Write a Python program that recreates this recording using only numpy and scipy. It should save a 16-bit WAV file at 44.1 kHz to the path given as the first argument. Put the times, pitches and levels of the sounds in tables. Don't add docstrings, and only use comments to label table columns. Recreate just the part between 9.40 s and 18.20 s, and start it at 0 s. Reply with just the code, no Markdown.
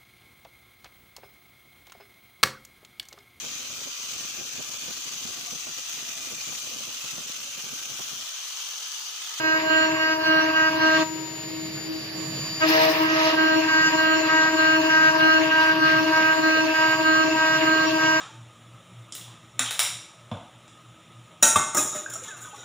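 import sys
import numpy as np
from scipy import signal
from scipy.fft import rfft, irfft, dct
from scipy.io import wavfile
from scipy.ndimage import uniform_filter1d

SR = 44100
rng = np.random.default_rng(int(sys.argv[2]) if len(sys.argv) > 2 else 0)


def digitize_waveform(pressure):
    field = np.atleast_2d(pressure).T
    bounded = np.clip(field, -1, 1)
    quanta = np.round(bounded * 32767).astype(np.int16)
    wavfile.write(sys.argv[1], SR, quanta)


def volts_from_decibels(level):
    exponent = np.asarray(level, float) / 20
    return 10 ** exponent


N = 388080

SPINDLE_HZ = 317.15
LIFT_S, PLUNGE_S, SECOND_S = 1.635, 3.203, 3.93
SPRAY_S = (3.27, 3.64)
USUAL_FLOW_DB = -48


def in_time(rows):
    s, *columns = np.transpose(rows)
    return [np.interp(np.arange(N) / SR, s, c) for c in columns]


def on_log_axis(points, hz):
    table_hz, db = np.array(points).T
    return np.interp(np.log(hz), np.log(table_hz), db)


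def held(rows, place):
    rows = np.array(rows)
    last = np.searchsorted(rows[:, 0], place, "right") - 1
    return rows[np.maximum(last, 0), 1:].T


def during(start_s, end_s):
    t = np.arange(N) / SR
    return 1. * (t > start_s) * (t < end_s)


def drift(rate):
    r = np.exp(-80 * np.pi * rate / SR)
    slow = signal.lfilter([1], [1, -2 * r, r * r], rng.standard_normal(N // 40 + 2002))[2000:]
    return np.interp(np.arange(N) / 40, np.arange(len(slow)), slow / slow.std())


def turning(hz):
    return 2 * np.pi * (hz * np.arange(N) / SR + rng.random())


def gain_of(db):
    return np.interp(np.arange(N), np.arange(0, N, 32), volts_from_decibels(db[::32]))


def dents(rows):
    t = np.arange(0, N, 32) / SR
    loss = sum(db * np.clip(1 - abs(t - s) / max(width, .002), 0, 1) for s, width, db in rows)
    return np.interp(np.arange(N) / SR, t, loss)


def stereo(mid, side):
    return np.array([mid + side, mid - side])


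def side_share(left_db, lead_rad):
    ratio = volts_from_decibels(left_db[::32]) * np.exp(1j * lead_rad[::32])
    share = (ratio - 1) * np.conj(ratio + 1) / (abs(ratio + 1) ** 2 + 0.067)
    return np.interp(np.arange(N), np.arange(0, N, 32), share)


def free(ease_s):
    return uniform_filter1d(during(LIFT_S, PLUNGE_S), max(int(ease_s * SR), 1))


# order, level in dB against its leading order on outward strokes, the same on return strokes.
PLATE_PATTERN = [(1, 0, -0.5), (2, -1.5, 2.5), (3, 0, -2), (4, -8.5, -11.5), (5, 2.5, -1),
                 (6, -10.5, -15.5), (7, -16.5, -20.5), (8, -15.5, -22), (9, -13, -15.5), (10, -38, -31.5),
                 (12, -34.5, -33), (13, -26.5, -24), (14, -30, -22), (15, -22, -35), (18, -26, -31.5),
                 (20, -31.5, -46)]
# order, then for outward strokes left over right in dB
EARS = [(1, 4.5, 0.4, 2, -0.9), (2, 6.5, 0.9, 7, 1.25), (3, 1.5, 1.67, 1, 1.5), (4, -9.5, 1.1, -6.5, -2),
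        (5, -1.5, 1.55, 0, 1.43), (6, -0.5, 1.7, -2, 0.9), (7, 3, -0.3, 2, -1.34),
        (8, -0.5, -0.7, 1.5, -1.2), (9, -4.5, 2.3, -6, 2.5), (10, -4, -2.85, -0.9, 2.5),
        (12, 2.8, -3, 4, -0.75), (13, 5.1, 2, 12, 3.5), (14, 0.5, 3.5, 4, 2.3), (15, 1, 2.58, 2, -4),
        (18, 4, -2.5, -0.5, 4.5), (20, 5, 3, 2.2, -1.91)]
# time in seconds, extra left lead in radians per order, extra left lean in dB.
HAND = [(0.0, 0.109, -2), (0.5, 0.046, -1.5), (1.0, -0.019, 1), (1.6, -0.111, -1.5), (3.4, 0.252, -1.5),
        (3.8, 0.147, -2.5), (4.1, 0.019, 0.0), (4.7, 0.006, 0.5), (5.3, -0.062, 1), (6.0, -0.087, 0.5),
        (6.8, -0.097, 0.0), (7.6, -0.084, -0.5), (8.2, -0.047, -1), (8.8, -0.072, -0.5)]


def flute(stroke, back, spread_rad):
    straight_db = -24
    zigzag = np.interp(np.arange(N) / SR, [1.55, 1.6, 3.93, 3.98], [1, 0, 0, 1])
    bite_db = bite(stroke)
    dip_db = zigzag * (straight_db - bite_db[3])
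    high_db = bite_db[3] + (1 - zigzag) * (0.5 * (bite_db[1] - bite_db[3]) + 5.5)
    fresh_db = 3 * during(3.93, 5.2)
    clearing_db = 4 * uniform_filter1d(during(3.67, 3.92), size=600)
    shaft, out = turning(SPINDLE_HZ), 0
    turn_rad, lean_db = in_time(HAND)
    facing = np.maximum(back, free(0.05))
    for (order, out_db, back_db), ears in zip(PLATE_PATTERN, EARS):
        _, out_left_db, out_rad, back_left_db, back_rad = ears
        if order in (1, 2, 3, 5):
            lead_db = bite_db[min(order, 4) - 1]
        else:
            follows = 0.93 if order < 7 else 0.59
            lead_db = high_db + (1 - follows) * dip_db
        if order == 6:
            lead_db = lead_db + fresh_db
        if order == 4:
            lead_db = lead_db + clearing_db
        uneven_db = (0.9 if order == 5 else min(1.58 + 0.067 * order, 2.2)) * drift(16)
        level = np.sqrt(2) * gain_of(lead_db + out_db + back * (back_db - out_db) + uneven_db)
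        lag = spread_rad * order ** 2 + (0.072 + 0.036 * order) * drift(19)
        tone = level * np.exp(1j * (order * shaft + lag))
        left_db = out_left_db + facing * (back_left_db - out_left_db) + lean_db + 1.8 * drift(3)
        lead_rad = out_rad + facing * (back_rad - out_rad) + order * turn_rad
        lead_rad = lead_rad + (0.2 + 0.03 * order) * drift(2)
        out = out + stereo(tone.real, (tone * side_share(left_db, lead_rad)).real)
    return out


# start in seconds, depth of cut in dB,
# sway of the plate in dB, thrust on the table in dB.
TURNS = [(-0.05, -3.5, 0.5, 1), (0.24, 1, -2.5, 0), (0.515, -2, 0, 1), (0.798, 2, -5, 0),
         (1.075, 0.5, -1, -3), (1.349, 3, -3, 1), (1.637, 4, 4, 0), (3.927, 0, -1.5, 5),
         (4.22, -1, -2.5, 1), (4.534, 2, -3.5, -0.5), (4.827, -0.8, 0.5, 3), (5.137, 2.5, -4.5, 0),
         (5.435, 0, 0.6, 0), (5.749, 3, -3.5, 0), (6.048, 0, 1.2, -0.5), (6.37, 2.5, -4, -0.5),
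         (6.663, 0, 1.3, 0), (6.982, 2, -4.5, 1), (7.279, -1, 1.5, 0.5), (7.599, 2.3, -3, 0),
         (7.907, -0.4, 1, 0), (8.219, 2, -3.5, 1), (8.525, -1, 1, 2), (8.83, -3, -3, -3)]
# start in strokes (0 to 2), then the bite in dB
FIRST_PASS = [
    (0, -27, -29, -37, -32),
    (.13, -33, -33.5, -37.5, -33),
    (.3, -30, -31.5, -33.5, -26),
    (.8, -31.5, -32.5, -32.5, -36),
    (1.03, -31.5, -35, -34, -33),
    (1.13, -40, -35.5, -30, -30),
    (1.22, -30, -30.5, -32, -24),
    (1.8, -29.5, -31.5, -28.5, -32),
]
# start in strokes, bite in dB of orders 1, 2, 3 and 5.
SECOND_PASS = [(0, -24.5, -32, -33.5, -30.5), (.13, -27.5, -30, -30, -36.5),
               (.19, -35.5, -34.5, -32.5, -25.5), (.32, -31, -31, -29, -24.5), (.6, -31.5, -32, -33, -24.5),
               (.86, -33, -33, -33, -31), (.98, -27, -30.5, -26, -30.5), (1.09, -35, -35.5, -34.5, -29.5),
               (1.17, -28.5, -32.5, -31, -23), (1.4, -30, -33.5, -33.5, -23),
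               (1.6, -30.5, -32.5, -33, -23.5), (1.79, -27.5, -31.5, -27.5, -31.5),
               (1.94, -32.5, -28, -46.5, -36)]
# start in seconds, bite in dB of orders 1, 2, 3 and 5.
ENTRY = [(3.203, -43, -44, -42.6, -37), (3.216, -35.1, -24.5, -34, -29), (3.232, -22, -23, -41, -32.2),
         (3.25, -24.5, -24.9, -46, -49), (3.27, -25.5, -42, -41, -41), (3.295, -20.4, -33.5, -37.8, -37),
         (3.32, -26, -25.5, -41, -39), (3.345, -28, -23.5, -39.4, -39), (3.37, -31, -25, -38, -53),
         (3.4, -35.5, -23, -25, -44), (3.43, -28, -21, -38, -45), (3.46, -34, -22.5, -33, -50),
         (3.5, -24.5, -26.5, -45, -62), (3.53, -40, -32, -38.5, -52), (3.56, -30, -31.5, -37.7, -47),
         (3.6, -25.8, -29, -34, -44.5), (3.64, -25, -40, -33, -36), (3.67, -29.0, -36, -41.6, -41),
         (3.7, -23.5, -32.5, -43.5, -40.5), (3.74, -27, -32, -43, -41), (3.77, -28.0, -31, -36, -40),
         (3.8, -27.4, -28, -34, -44), (3.84, -30, -25, -31, -42.4), (3.88, -29.7, -25.1, -31.1, -47),
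         (3.905, -36, -28, -43.4, -41)]
# time in seconds, dB over its steady level.
HUM = [(1.69, -9), (1.76, 6), (1.9, -2), (1.99, -8), (2.12, 4), (2.27, 5), (2.4, -3.5), (2.5, 6.5),
       (2.6, 1.5), (2.67, -5), (2.81, 4), (2.92, 2), (3.02, -4), (3.2, -1)]
# time in seconds, loss in dB.
HALTS = [(0.235, 4.0), (0.247, 6), (0.497, 10), (0.537, 19), (0.779, 20.0), (0.826, 10), (1.058, 7),
         (1.122, 9), (1.312, 8), (1.391, 10), (1.592, 11), (3.957, 21), (4.211, 10.0), (4.266, 14.0),
         (4.508, 4), (4.565, 9), (4.818, 16.0), (4.869, 5), (5.116, 12.0), (5.16, 24.0), (5.397, 16),
         (5.483, 19), (5.728, 10), (5.778, 10), (6.012, 7), (6.092, 5), (6.348, 10.0), (6.386, 6),
         (6.625, 5), (6.704, 3), (6.962, 15.0), (7.011, 15), (7.249, 6), (7.328, -3), (7.576, 17),
         (7.62, 13.0), (7.895, 1), (7.94, 6.0), (8.201, 15), (8.248, 6), (8.492, 24.0), (8.573, 0)]


def bite(stroke):
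    t = np.arange(N) / SR
    depth_db, sway_db, thrust_db = held(TURNS, t)
    zigzag_db = np.where(t < LIFT_S, held(FIRST_PASS, stroke), held(SECOND_PASS, stroke)) + depth_db
    zigzag_db[1:3] += sway_db
    zigzag_db[0] += thrust_db
    zigzag_db[1] -= 14 * during(4.43, 4.52)
    halt_s = 0.007
    zigzag_db[3] -= dents([(s, halt_s, db) for s, db in HALTS])
    idle_db = np.c_[[-41, -50.5, -65.5, -73]]
    after_db, fade_db_per_s = np.c_[[-40.5, -34.5, -37.5, -50]], np.c_[[60, 304, 46, 60]]
    beat = volts_from_decibels(np.c_[[1, .3, 0, 0]] * in_time(HUM)[0])
    after = volts_from_decibels(after_db - fade_db_per_s * np.clip(t - LIFT_S, 0, 2))
    free_db = 20 * np.log10(volts_from_decibels(idle_db) * beat + after)
    lifted_db = np.where(t < PLUNGE_S, free_db, held(ENTRY, t))
    db = np.where((t < LIFT_S) | (t > SECOND_S), zigzag_db, lifted_db)
    ease = int(0.011 * SR)
    return uniform_filter1d(uniform_filter1d(db, ease), ease)


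def strokes():
    return np.interp(np.arange(N) / SR, np.array(TURNS)[:, 0], np.arange(len(TURNS))) % 2


# time in seconds, level in dB.
CHATTER = [
    (3.24, -49),
    (3.378, -33.5),
    (3.62, -42.5),
]


def chatter():
    gate = np.interp(np.arange(N) / SR, [3.24, 3.3, 3.56, 3.62], [0, 1, 1, 0])
    swing = turning(465.5) + 0.48 * drift(5.4)
    shaft = turning(SPINDLE_HZ)
    tone = np.cos(swing) + volts_from_decibels(-3) * np.cos(swing + shaft) + volts_from_decibels(-13.0) * np.cos(swing - shaft)
    tone = tone + volts_from_decibels(-15.5) * np.cos(2 * shaft - swing) + volts_from_decibels(-3) * np.cos(5 * swing)
    return np.sqrt(2) * volts_from_decibels(in_time(CHATTER)[0]) * gate * stereo(tone, 0.66 * np.roll(tone, 25))


# pitch in Hz, width in Hz, usual level in dB, level in dB in that part, that part from and to
RINGS = [(302.5, 27, -43.5, -35.5, 1.2, 0.92), (1114, 72, -43, -41.5, 0.1, 1.2),
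         (1018, 68, -49, -43.5, 0.018, 1.3), (2722, 13, -52.5, -34.5, 2.2, 2.1),
         (2666, 50, -41.5, -72, 0.18, 1.7), (2290, 18, -70.5, -57.5, 0.25, 0.29),
         (4305, 40, -60, -46, 1.66, 2.1), (4173, 62, -66, -48.5, 1.1, 1.75),
         (4740, 62, -58, -51.5, 0.058, 1.6), (5630, 23, -65.5, -47, 1.74, 1.906),
         (6370, 72, -71, -48.5, 1.854, 2.8)]


def rings(stroke, plate_db):
    effort_db, out = np.minimum(2.9 * (plate_db + 48.5), 2.5), 0
    chips = rng.standard_normal((2, N))
    for hz, width, usual_db, loud_db, start, end in RINGS:
        r = np.exp(-np.pi * width / SR)
        section = [1, 0, -1, 1, -2 * r * np.cos(2 * np.pi * hz / SR), r * r]
        mid, side = signal.sosfilt([section, section], chips)
        squeal = (hz > 5000) * during(3.69, 3.9)
        loud = uniform_filter1d(1. * (stroke > start) * (stroke < end) + squeal, size=900)
        level = gain_of(effort_db + usual_db + loud * (loud_db - usual_db) + 1.5 * drift(4))
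        out = out + level * stereo(mid, (0.6 if hz < 1500 else 0.89) * side) / mid.std()
    return out


# from Hz, to Hz.
NOISE_BANDS = [
    (80, 220),
    (1680, 1820),
    (3250, 3750),
    (13100, 13900),
]
# frequency in Hz, level in dB per Hz.
RUMBLE = [(20, -80), (40, -73.5), (70, -64.5), (110, -54), (145, -45), (190, -54), (240, -57.5)]
# frequency in Hz, level in dB per Hz.
CUT = [(480, -56.5), (790, -54.5), (1430, -57), (1750, -49.5), (2200, -53.5), (2750, -50.5), (3250, -56.5),
       (4550, -54), (5300, -56.5), (6600, -70.5), (8000, -79.5), (12300, -80), (13300, -76.5), (14100, -80),
       (15500, -87.5)]
# frequency in Hz, likeness from 0 to 1.
LIKENESS = [(25, .85), (60, .97), (200, .99), (500, 0.45), (900, .35), (1300, .3), (1700, 0.07), (5000, .0),
            (12000, 0.0)]
# frequency in Hz, change in dB.
SPRAY_TILT = [(5800, -0.5), (8200, -2.9), (11600, -2.5), (16400, 11.5)]


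def noises(levels_db, pulse, patchy_db):
    t = np.arange(N) / SR
    hz = np.maximum(np.fft.rfftfreq(N, 1 / SR), 1)
    colour = volts_from_decibels(on_log_axis(RUMBLE + CUT, hz))
    alike = np.clip(on_log_axis(LIKENESS, hz), 0, .99)
    mid, side = rfft(rng.standard_normal((2, N))) * colour * (hz < 17000)
    pair = np.array([mid, side * np.sqrt((1 - alike) / (1 + alike))])
    standing = [np.sqrt(2 * np.sum(colour[(hz > lo) & (hz < hi)] ** 2) / N) for lo, hi in NOISE_BANDS]
    gains_db = levels_db - 20 * np.log10(standing)[:, None]
    gains_db[2] += 0.3 * np.maximum(gains_db[2] - np.median(gains_db[2]), 0)
    gains_db[3] += 2.5
    steady = np.interp(t, [LIFT_S - .05, LIFT_S, SECOND_S, SECOND_S + .1], [0, 1, 1, 0])
    patchy_db = patchy_db * (1 - 0.67 * steady)
    together = drift(6)
    swell = 1 + pulse * np.cos(turning(SPINDLE_HZ))
    spray = np.interp(t, [SPRAY_S[0] - .02, SPRAY_S[0], SPRAY_S[1], SPRAY_S[1] + 0.042], [0, 1, 1, 0])
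    spit = np.tanh(drift(35))
    anchors, out = np.log2([220, 600, 2900, 3600, 6500, 13000]), 0
    for octave in np.arange(4.5, 14.5, .5):
        share = np.clip(1 - 2 * abs(np.log2(hz) - octave), 0, 1)
        place = np.interp(octave, anchors, [0, 1, 1, 2, 2, 3])
        lower = min(int(place), 2)
        gain_db = gains_db[lower] + (place - lower) * (gains_db[lower + 1] - gains_db[lower])
        spray_db = on_log_axis(SPRAY_TILT, 2 ** octave) + 3.5 * spit * (octave > 12)
        spray_db = spray_db + 3.5 * (octave in (13, 13.5))
        patches_db = patchy_db * min(1, 1.8 - .5 * place) * (0.22 * together + drift(11.6))
        gain = gain_of(gain_db + spray_db * spray + patches_db)
        if place > .5:
            gain = gain * swell
        lean = volts_from_decibels(2.5 * np.clip(place - 1, 0, 1) * np.c_[[1, -1]])
        out = out + gain * lean * stereo(*irfft(pair * share, N))
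    return out


# time in seconds, level in dB.
CHIP_FLOW = [(0, -54.5), (.4, -51.5), (.8, -54), (.97, -50), (1.25, -53), (1.5, -49), (1.62, -49.5),
             (1.68, -55), (2.5, -53.5), (3.22, -50), (3.29, -39.5), (3.44, -40.5), (3.61, -45.5),
             (3.69, -48.5), (3.79, -43), (3.9, -42.5), (3.97, -49), (8.8, -49.5)]
# time in seconds, level in dB.
WORKSHOP = [(0, -49.5), (1.2, -48.5), (1.5, -44), (1.9, -50), (2.2, -43.5), (2.7, -46.5), (2.95, -37.5),
            (3.3, -46), (3.7, -43.5), (3.95, -49), (4.45, -43.5), (4.75, -49), (5.1, -46), (5.45, -48),
            (5.7, -46), (6.6, -43), (7.2, -48), (8, -44)]


def noise_levels():
    cut_db, free_db = -44, -49.5
    chips_db, = in_time(CHIP_FLOW)
    extra_db = chips_db - USUAL_FLOW_DB
    plate_db = cut_db + free(0.01) * (free_db - cut_db) + 0.99 * np.minimum(extra_db, 7)
    spray = uniform_filter1d(during(*SPRAY_S), size=1300)
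    air_db = -63.5 + .7 * extra_db + 1.5 * spray
    return np.array([in_time(WORKSHOP)[0], plate_db, chips_db, air_db])


# time in seconds, level in dB.
WHINE = [(0, -48.5), (.39, -38.5), (.93, -59), (1.25, -48), (1.44, -51.5), (1.6, -39.5), (2.4, -42),
         (2.52, -48), (2.87, -39.5), (3.2, -41), (3.4, -57), (4.04, -48.5), (4.53, -38.5), (5, -40),
         (5.88, -47.5), (6.35, -57), (6.74, -49.5), (7.79, -40.5), (8.8, -44.5)]
# time in seconds, half width in seconds, loss in dB.
NODES = [(.96, .05, 10), (1.4, .04, 13), (2.31, 0.037, 9), (2.51, .03, 17), (2.72, 0.068, 10),
         (4.65, .07, 9), (4.9, .04, 5), (5.25, .05, 4), (5.84, 0.11, 12), (6.02, .12, -5.5), (6.4, .05, 10),
         (6.98, .12, -4), (7.26, .06, 5), (8.52, .08, 5)]
BEARING_HZ = [4683, 5319, 11028, 14047]
# pitch in Hz, level in dB.
FAINT = [(2170, -58), (3020, -59), (4366, -71), (4926, -56), (8565, -78), (9367, -81), (10002, -72),
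         (12297, -66.5), (12933, -79), (13022, -73), (13098, -87), (13412, -80), (13657, -67)]


def whines():
    inverter_hz = 6980
    cut_db, rise_db_per_s = [-53, -66, -66, -61], [9.1, 5, 6, 2.2]
    t = np.arange(N) / SR
    free_s = np.clip(t - LIFT_S, 0, 2) * uniform_filter1d(1. * (t < 3.26), size=2000)
    lines = [(inverter_hz, volts_from_decibels(in_time(WHINE)[0] - dents(NODES) + 1.2 * drift(10)))]
    for hz, db, rise in zip(BEARING_HZ, cut_db, rise_db_per_s):
        lines.append((hz, gain_of(db + rise * free_s + 1.2 * drift(2))))
    wanders = [volts_from_decibels(2.3 * drift(1.3)) for _ in range(4)]
    for k, (hz, db) in enumerate(FAINT):
        lines.append((hz, volts_from_decibels(db) * wanders[k % 4]))
    wobble, sway, out = 0.51 * drift(2.1), 0.8 * drift(0.72), 0
    for hz, level in lines:
        phase = turning(hz) + wobble
        out = out + np.sqrt(2) * level * stereo(np.cos(phase), 0.77 * np.cos(phase + 1.66 + sway))
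    return out


# frequency in Hz, level in dB per Hz.
SHOP = [(250, -80.5), (330, -54), (700, -66.5), (1300, -73.5), (2000, -92)]


def shop(level_db):
    hz = np.maximum(np.fft.rfftfreq(N, 1 / SR), 1)
    colour = volts_from_decibels(on_log_axis(SHOP, hz)) * (hz > 200) * (hz < 2500)
    mid, side = irfft(rfft(rng.standard_normal((2, N))) * colour, N)
    return volts_from_decibels(level_db + 1.7 * drift(5.5)) * stereo(mid, 0.67 * side) / mid.std()


def scene():
    stroke, levels_db = strokes(), noise_levels()
    back = uniform_filter1d(1. * (stroke > 1), size=2200)
    cutting = flute(stroke, back, spread_rad=1.4) + rings(stroke, levels_db[1]) + chatter()
    return cutting + noises(levels_db, pulse=.2, patchy_db=3.0) + shop(level_db=-48.5) + whines()


# frequency in Hz, step in dB.
ROUNDING = [(300, -32), (3000, -32), (4300, -33.5), (5200, -37), (6000, -39.5), (7000, -36), (7900, -37.5),
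            (9000, -42), (10500, -35.5), (11800, -37), (12700, -37.5), (13400, -40.5), (15000, -40.5)]
# from seconds, to seconds, top in Hz.
STARVED = [(0, .55, 9900), (.55, .82, 8600), (.92, 1.42, 9300), (1.62, 3.27, 9900), (3.66, 4.65, 8900),
           (4.65, 5.2, 9800), (5.2, 6.1, 8250), (6.6, 8.8, 8250)]


def thrift(x, scatter_db):
    grid, hop = 134, 1024
    count = N // hop + 2
    s = (grid + hop * (np.arange(count + 1) - .5)) / SR
    lifted = (s > LIFT_S) * (s < SPRAY_S[0])
    sine = np.sin(np.pi * (np.arange(hop) + .5) / (2 * hop))
    kaiser = signal.windows.kaiser_bessel_derived(2 * hop, 4 * np.pi)[:hop]
    rise = np.where(lifted[:, None], kaiser, sine)
    window = np.concatenate([rise[:-1], rise[1:, ::-1]], axis=1)
    padded = np.pad(stereo(*x) / 2, ((0, 0), (hop - grid, count * hop - N + grid)))
    blocks = padded.reshape(2, -1, hop)
    frames = np.concatenate([blocks[:, :-1], blocks[:, 1:]], axis=2) * window
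    a, b, c, d = np.split(frames, 4, axis=2)
    lines = dct(np.concatenate([-c[..., ::-1] - d, a - b[..., ::-1]], axis=2), 4, norm="ortho")
    hz, s = (np.arange(hop) + .5) * SR / (2 * hop), s[:-1]
    flow_db = np.interp(s, *np.transpose(CHIP_FLOW)) - USUAL_FLOW_DB - 0.45 * lifted[:-1]
    flow_db += 1.5 * (s > SPRAY_S[0]) * (s < SPRAY_S[1])
    starved = 0
    for start, end, top_hz in STARVED:
        starved = starved + np.outer((s > start) * (s < end), (hz > 7400) * (hz < top_hz))
    scatter = 2 * uniform_filter1d(rng.standard_normal((count, 64)), size=4, axis=0)
    uneven_db = scatter_db * np.repeat(scatter, 16, axis=1)
    step = volts_from_decibels(on_log_axis(ROUNDING, hz) + flow_db[:, None] + uneven_db + 13 * starved)
    lines = np.sign(lines) * step * np.floor((abs(lines) / step) ** .75 + .4054) ** (4 / 3)
    u, v = np.split(dct(lines, 4, norm="ortho"), 2, axis=2)
    frames = np.concatenate([v, -v[..., ::-1], -u[..., ::-1], -u], axis=2) * window
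    joined = (frames[:, 1:, :hop] + frames[:, :-1, hop:]).reshape(2, -1)
    return stereo(*np.concatenate([frames[:, 0, hop - grid:hop], joined], axis=1)[:, :N])


def low_pass(x):
    return signal.sosfilt(signal.butter(12, 15630, fs=SR, output="sos"), x)


def record(dry):
    mix = thrift(dry, scatter_db=2.6)
    return low_pass(mix)


dry = scene()
out = record(dry)
digitize_waveform(out)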